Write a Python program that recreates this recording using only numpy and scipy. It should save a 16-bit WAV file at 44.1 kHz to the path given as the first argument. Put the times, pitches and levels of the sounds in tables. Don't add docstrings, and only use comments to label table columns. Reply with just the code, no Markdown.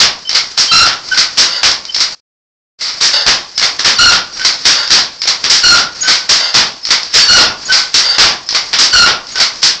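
import sys
import numpy as np
from scipy import signal
from scipy.fft import rfft, irfft, next_fast_len
from scipy.io import wavfile

SR = 44100
rng = np.random.default_rng(int(sys.argv[2]) if len(sys.argv) > 2 else 0)


def materialize(psi):
    bounded = np.clip(np.atleast_2d(psi).T, -1, 1)
    quanta = np.round(bounded * 32767).astype(np.int16)
    wavfile.write(sys.argv[1], SR, quanta)


N = 432180
TIME = np.arange(N) / SR

# t/s, level/dB, rattle t60/s, body/dB
BEATS = [(0.35, 2, .09, -6), (1.175, 7, 0.13, -9), (2.003, 4.5, 0.08, -10), (2.81, 3, .22, -6),
         (3.627, 0, .11, -1), (4.448, -1, 0.22, -5.5), (5.275, 2, 0.11, -4), (6.08, 4.5, 0.22, -6.5),
         (6.906, -1, .15, -3.5), (7.723, 4, .27, -7), (8.548, -1, .1, 2), (9.402, 4, 0.091, -2.5)]
# t/s, level/dB
RUNS = [(1.472, -15.5), (3.111, -12), (4.729, -12.5), (6.381, -11.5), (8.03, -11)]
# t/s, starting f/Hz, sag/(Hz/s), level/dB
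SQUEALS = [(.712, 1362, -300, 0), (3.983, 1445, 430, 1.5), (5.631, 1443, 330, 2), (7.279, 1485, 880, 0.5),
           (8.926, 1463, 560, 1)]
# t/s, level/dB
CLACKS = [(.293, -0.5), (1.945, 1.5), (3.578, 4), (5.218, -2), (6.852, -4.5), (8.489, -4.5)]
# t/s, creak length/s, creak/dB, stick jostle/dB
CREAKS = [(1.112, 0.035, -6.5, -11.5), (4.385, 0.062, -19, -13), (6.02, .11, -15.5, -12.5),
          (7.686, 0.049, -7.5, -11.5), (9.346, .045, -19.5, -8.5)]
# f/Hz, level/dB
FRAME_SPECTRUM = [(40, -14.5), (200, -20), (700, -13.5), (1400, -9), (2100, -5.5), (2600, -9.5), (3600, -6),
                  (4600, 2.5), (5500, 3.5), (6300, -13.5), (8000, -21.5)]
# f/Hz, t60/s
ROOM_T60 = [(100, 0.48), (1000, 0.42), (2500, 0.28), (5000, 0.24), (8000, 0.2)]


def from_db(db):
    return 10 ** (np.asarray(db) / 20)


def unit_rms(x):
    return x / np.sqrt(np.mean(x ** 2) + 1e-20)


def in_time(points):
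    return np.interp(TIME, *np.transpose(points))


def at_hz(points, hz):
    freqs, values = np.transpose(points)
    return np.interp(np.log(hz + 1), np.log(freqs), values)


def drift(rate_hz):
    return unit_rms(np.interp(TIME * rate_hz, np.arange(N // 10), rng.standard_normal(N // 10)))


def rough_noise(spread_db, rate_hz):
    return unit_rms(rng.standard_normal(N) * from_db(spread_db * drift(rate_hz)))


def gate(start_s, length_s, edge_s):
    return np.clip(np.minimum(TIME - start_s, start_s + length_s - TIME) / edge_s, 0, 1)


def low_pass(x, hz, order):
    return signal.sosfilt(signal.butter(order, hz, fs=SR, output="sos"), x + 1e-18)


def colour(x, spectrum, size=4096):
    hz = np.arange(size // 2 + 1) * SR / size
    cepstrum = irfft(np.log(from_db(at_hz(spectrum, hz))))
    cepstrum[1:size // 2] *= 2
    cepstrum[size // 2 + 1:] = 0
    response = irfft(np.exp(rfft(cepstrum)))
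    return signal.oaconvolve(x, response / np.linalg.norm(response))[:N]


def resonance(x, hz, width_hz):
    r = np.exp(-np.pi * width_hz / SR)
    feedback = [1, -2 * r * np.cos(2 * np.pi * hz / SR), r * r]
    return signal.lfilter(np.array([1, 0, -1]) * (1 - r * r) / 2, feedback, x + 1e-18)


def room_echoes(x, wet_db, gap_s, size=SR // 2):
    age_s, hz = TIME[:size], np.arange(size // 2 + 1) * SR / size
    white, tail = np.exp(2j * np.pi * rng.random(len(hz))), 0
    edges_hz = [0, 300, 800, 1800, 3500, 6000, SR]
    for low, high in zip(edges_hz, edges_hz[1:]):
        band = irfft(white * (hz >= low) * (hz < high), size)
        tail += band * np.exp(-np.log(1000) * age_s / at_hz(ROOM_T60, (low + high) / 2))
    tail *= np.clip(age_s / gap_s - .5, 0, 1)
    echoes = signal.oaconvolve(x, tail / np.linalg.norm(tail))[:N]
    wet = from_db(wet_db)
    return (x + wet * echoes) / np.sqrt(1 + wet ** 2)


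def room_diffusion(x, wet_db, gap_s):
    size = next_fast_len(N + SR // 10)
    hz = np.arange(size // 2 + 1) * SR / size
    spectrum, white = rfft(x, size), rfft(rng.standard_normal(size))
    edges_hz = [0, 1200, 3800, 6000, SR]
    tail = 0
    for low, high in zip(edges_hz, edges_hz[1:]):
        band = (hz >= low) * (hz < high)
        decay = np.exp(-2 * np.log(1000) / (SR * at_hz(ROOM_T60, (low + high) / 2)))
        power = irfft(spectrum * band, size)[:N] ** 2
        energy = signal.lfilter([1 - decay], [1, -decay], power + 1e-18)
        tail += np.sqrt(energy) * unit_rms(irfft(white * band, size)[:N])
    delayed = np.pad(tail, (round(gap_s * SR), 0))[:N]
    wet = from_db(wet_db)
    return (x + wet * delayed) / np.sqrt(1 + wet ** 2)


def blows(rows, spectrum, crack_db, crack_s, uneven_db, lead_s, lead_db, wet_db, size=SR // 2):
    chatter = rough_noise(uneven_db, rate_hz=350)
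    force, body = np.zeros(N), np.zeros(N)
    for start_s, level_db, t60_s, body_db in rows:
        first = max(0, round(start_s * SR) - size // 10)
        span = slice(first, first + size)
        age_s = TIME[span] - start_s
        lead = from_db(lead_db) * np.exp(-abs(age_s) / lead_s)
        crack = from_db(crack_db) * np.exp(-abs(age_s) / crack_s)
        rattle = np.exp(-np.log(1000) * abs(age_s) / t60_s)
        burst = chatter[span] * from_db(level_db) * np.where(age_s < 0, lead, crack + rattle)
        force[span] += burst
        body[span] += burst * (from_db(body_db) - 1)
    force += low_pass(body, hz=2516, order=1)
    return colour(room_diffusion(force, wet_db, gap_s=.006), spectrum)


def thread_rustle(floor_db=-32.5):
    # f/Hz, level/dB
    spectrum = [(30, -3), (100, -4.5), (500, -4.5), (1000, -5.5), (1400, -2), (2100, -3), (2600, -5),
                (3600, -4.5), (4700, 9.5), (5700, 4), (6500, -4), (8000, -12)]

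    def brushes(beats, delay_s, half_s):
        return sum(gate(t + delay_s - half_s, 2 * half_s, half_s / 2) for t, *_ in beats)

    reed = from_db(-31.5) * brushes(BEATS, delay_s=.12, half_s=.1)
    heddles = from_db(-26.5) * brushes(BEATS[1::2], delay_s=-.031, half_s=.11)
    level = from_db(floor_db) + reed + heddles
    return level * colour(rough_noise(spread_db=2, rate_hz=120), spectrum)


def pivot_squeaks(chirp_hz=5200, creak_hz=1517, whistle_hz=4600, jitter=.0068, flutter_db=3):
    # t/s, length/s, f/Hz, level/dB
    stray_squeaks = [(0.249, 0.067, 3054, -20.5), (0.674, 0.049, 3150, -13.5), (1.879, 0.037, 3070, -23.5),
                     (4.332, .03, 5620, -26), (6.007, 0.03, 6668, -8.5), (7.195, .085, 4560, -5),
                     (7.223, 0.031, 1680, -16), (7.649, 0.034, 6740, -20.5), (9.312, 0.037, 6700, -28)]
    chirps = [(t - .03, .04, chirp_hz, -24) for t, _ in CLACKS]
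    creaks = [(t, length_s, creak_hz, db) for t, length_s, db, _ in CREAKS]
    octaves = [(t, length_s, 2 * hz, db - 11) for t, length_s, hz, db in creaks]
    spin_ups_s = [t + .048 for t, _ in RUNS] + [t - .027 for t, *_ in SQUEALS]
    whistles = [(t, .045, whistle_hz, -16) for t in spin_ups_s]
    shaky_time_s = np.cumsum(1 + jitter * drift(500)) / SR
    tones = np.zeros(N)
    for start_s, length_s, hz, level_db in chirps + creaks + octaves + whistles + stray_squeaks:
        span = slice(round(start_s * SR), round((start_s + length_s) * SR))
        phase = 2 * np.pi * hz * shaky_time_s[span]
        envelope = np.sqrt(2) * np.sin(np.linspace(0, np.pi, len(phase)))
        tones[span] += from_db(level_db) * envelope * np.sin(phase)
    return tones * from_db(flutter_db * drift(200))


def frame_clatter(t60_s=.031, bounce_s=.0185, jostle_s=.021, ticks_per_s=6):
    # t/s, level/dB
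    knocks = [(1.087, -17), (1.715, 3), (1.852, -15), (4.876, -3.5), (6.986, -10), (7.032, -11),
              (9.269, -18.5)]
    bounces = [(t + k * bounce_s, db - 5 * k, t60_s, -10.5 + 9.5 * k)
               for t, db in CLACKS for k in range(3)]
    jostles = [(t + (k + .5) * jostle_s, db, .08, 3.5) for t, *_, db in CREAKS for k in range(2)]
    ticks_s = np.cumsum(rng.exponential(1 / ticks_per_s, 90))
    ticks_db = rng.normal(-30.5, 3.5, 90)
    ticks = [(t, db) for t, db in zip(ticks_s, ticks_db) if t < TIME[-1]]
    fittings = [(t, db, t60_s, -4) for t, db in knocks + ticks]
    return blows(bounces + jostles + fittings, FRAME_SPECTRUM, crack_db=-4.5, crack_s=.0014,
                 uneven_db=2.5, lead_s=.003, lead_db=-21, wet_db=-2.5, size=SR // 4)


def shuttle_whirr(bumps_db=4, lurch_db=2):
    # f/Hz, width/Hz, level/dB
    modes = [(535, 80, -14), (1000, 340, -18), (1413, 56, -5.5), (1574, 400, -14.5), (2030, 150, -9),
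             (2770, 140, -11), (3670, 440, -10.5), (4605, 180, 1), (4970, 460, -5.5), (5560, 230, -12.5),
             (6340, 270, -17)]
    envelope = sum(from_db(db) * gate(t, length_s=.14, edge_s=.026) for t, db in RUNS)
    bumps = rng.standard_normal(N) * from_db(bumps_db * drift(260) + lurch_db * drift(90))
    ring = sum((-1) ** k * from_db(db) * resonance(bumps, hz, width_hz)
               for k, (hz, width_hz, db) in enumerate(modes))
    return envelope * unit_rms(ring)


def roller_squeals(length_s=.128, turn_hz=55, flutter_db=3.5, wander_rad=.5, judder_db=-7):
    # harmonic number, level/dB
    partials = [(1, -2.5), (2, -6), (3, .5), (4, -6.5), (5, -18)]
    glide_hz = in_time([point for t, hz, sag, _ in SQUEALS
                        for point in ((t, hz), (t + length_s, hz - sag * length_s))])
    pitch_hz = glide_hz * (1 + .016 * drift(700) + .011 * drift(110))
    phase = 2 * np.pi * np.cumsum(pitch_hz) / SR
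    turn_rad = .75 * np.sin(2 * np.pi * turn_hz * TIME + 2.2 * drift(45))
    tone = 0
    for harmonic, db in partials:
        level = from_db(db + flutter_db * drift(220))
        tone += level * np.sin(harmonic * phase + turn_rad + wander_rad * drift(200))
    judder = colour(rough_noise(spread_db=4.5, rate_hz=300), FRAME_SPECTRUM)
    grip = sum(from_db(db) * gate(t, length_s, edge_s=.009) for t, *_, db in SQUEALS)
    return grip * (unit_rms(tone) + from_db(judder_db) * judder)


def shuttle_landings(mouth_db=-2, ram_s=.015, ram_db=-4.5):
    # t/s, level/dB, rattle t60/s, body/dB
    landings = [(.002, 5.5, 0.082, -5.5), (0.819, -9.5, 0.26, 5), (1.634, 7.5, 0.13, -3),
                (3.264, 4, 0.23, 0.5), (4.11, -0.5, 0.14, 5.5), (4.905, 5.5, 0.23, -3),
                (5.745, -3, 0.18, 4.5), (6.544, 6.5, 0.2, 2), (7.362, -4, 0.23, 9), (8.183, 4, 0.24, 3.5),
                (9.063, -4, 0.094, 10.5)]
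    # f/Hz, level/dB
    spectrum = [(40, -19), (200, -15), (500, -15), (730, -10), (950, -10), (1500, -5), (2500, -8),
                (3600, -4.5), (4700, 1.5), (5500, -0.5), (6300, -11), (8000, -21)]
    hits = [(t + lag_s, db + step_db, t60_s, body_db) for t, db, t60_s, body_db in landings
            for lag_s, step_db in [(0, mouth_db), (ram_s, ram_db)]]
    return blows(hits, spectrum, crack_db=-8.5, crack_s=.0024,
                 uneven_db=7, lead_s=.0027, lead_db=-5.5, wet_db=0)


def picker_throws(snatch_t60_s=.06, snatch_body_db=11.5):
    # t/s, level/dB, rattle t60/s, body/dB
    throws = [(.577, 1, .27, -4), (1.378, 6.5, .18, -2), (3.011, 5.5, 0.24, -1.5), (3.847, 4.5, .2, 5.5),
              (4.654, 2.5, 0.29, 2), (5.502, 9, .22, -6), (6.292, 5, .27, -2.5), (7.139, 12, .2, -5),
              (7.941, 5.5, .2, -2.5), (8.787, 9.5, .17, -3.5), (9.630, 10, .13, -6)]
    # t/s, level/dB
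    snatches = [(3.79, -9.5), (5.441, -2.5), (8.731, -6.5)]
    # f/Hz, level/dB
    spectrum = [(40, -31), (200, -20.5), (700, -17.5), (1450, -7.5), (2100, -7.5), (2600, -9.5),
                (3600, -5.5), (4600, 0.5), (5500, 1), (6300, -10), (8000, -16.5)]
    hits = throws + [(t, db, snatch_t60_s, snatch_body_db) for t, db in snatches]
    return blows(hits, spectrum, crack_db=-6.5, crack_s=.006,
                 uneven_db=6, lead_s=.0035, lead_db=-10.5, wet_db=2)


def beater_slams():
    # f/Hz, level/dB
    spectrum = [(40, -36.5), (200, -26), (700, -13), (1400, -7), (1750, -10.5), (2100, -4), (2600, -11),
                (3600, -7), (4600, 0.5), (5500, -3), (6300, -13.5), (8000, -22)]
    return blows(BEATS, spectrum, crack_db=-4, crack_s=.0088,
                 uneven_db=4.5, lead_s=.0073, lead_db=-8.5, wet_db=1)


def scene():
    knocks = from_db(2) * (beater_slams() + picker_throws() + shuttle_landings()) + frame_clatter()
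    whirr = room_echoes(shuttle_whirr(), wet_db=-.5, gap_s=.0061)
    squeals = room_echoes(roller_squeals(), wet_db=-5, gap_s=.0035)
    squeaks = room_echoes(pivot_squeaks(), wet_db=-7, gap_s=.018)
    return (knocks + whirr + squeals + squeaks + thread_rustle())[None]


def record(dry):
    # t/s, gain/dB
    dropout = [(0, 0), (2.148, -0.5), (2.153, -24), (2.2, -26), (2.22, -120), (2.775, -120), (2.79, -11),
               (2.84, -11), (2.9, -4), (2.98, -.5), (9.8, -.5)]
    ceiling, hardness, band_edge_hz = .8, 3.2, 8834
    oversampled = signal.resample_poly(dry, 2, 1, axis=-1)
    clipped = oversampled / (1 + abs(oversampled / ceiling) ** hardness) ** (1 / hardness)
    dull = low_pass(signal.resample_poly(clipped, 1, 2, axis=-1), hz=7540, order=8)
    rumble = low_pass(dull, hz=10, order=1)
    interrupted = (dull - rumble) * from_db(in_time(dropout))
    top_cut = signal.firwin(161, band_edge_hz - 200, fs=SR, window=("kaiser", 8))
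    return signal.oaconvolve(interrupted, top_cut[None], mode="same")


dry = scene()
out = record(dry)
materialize(out)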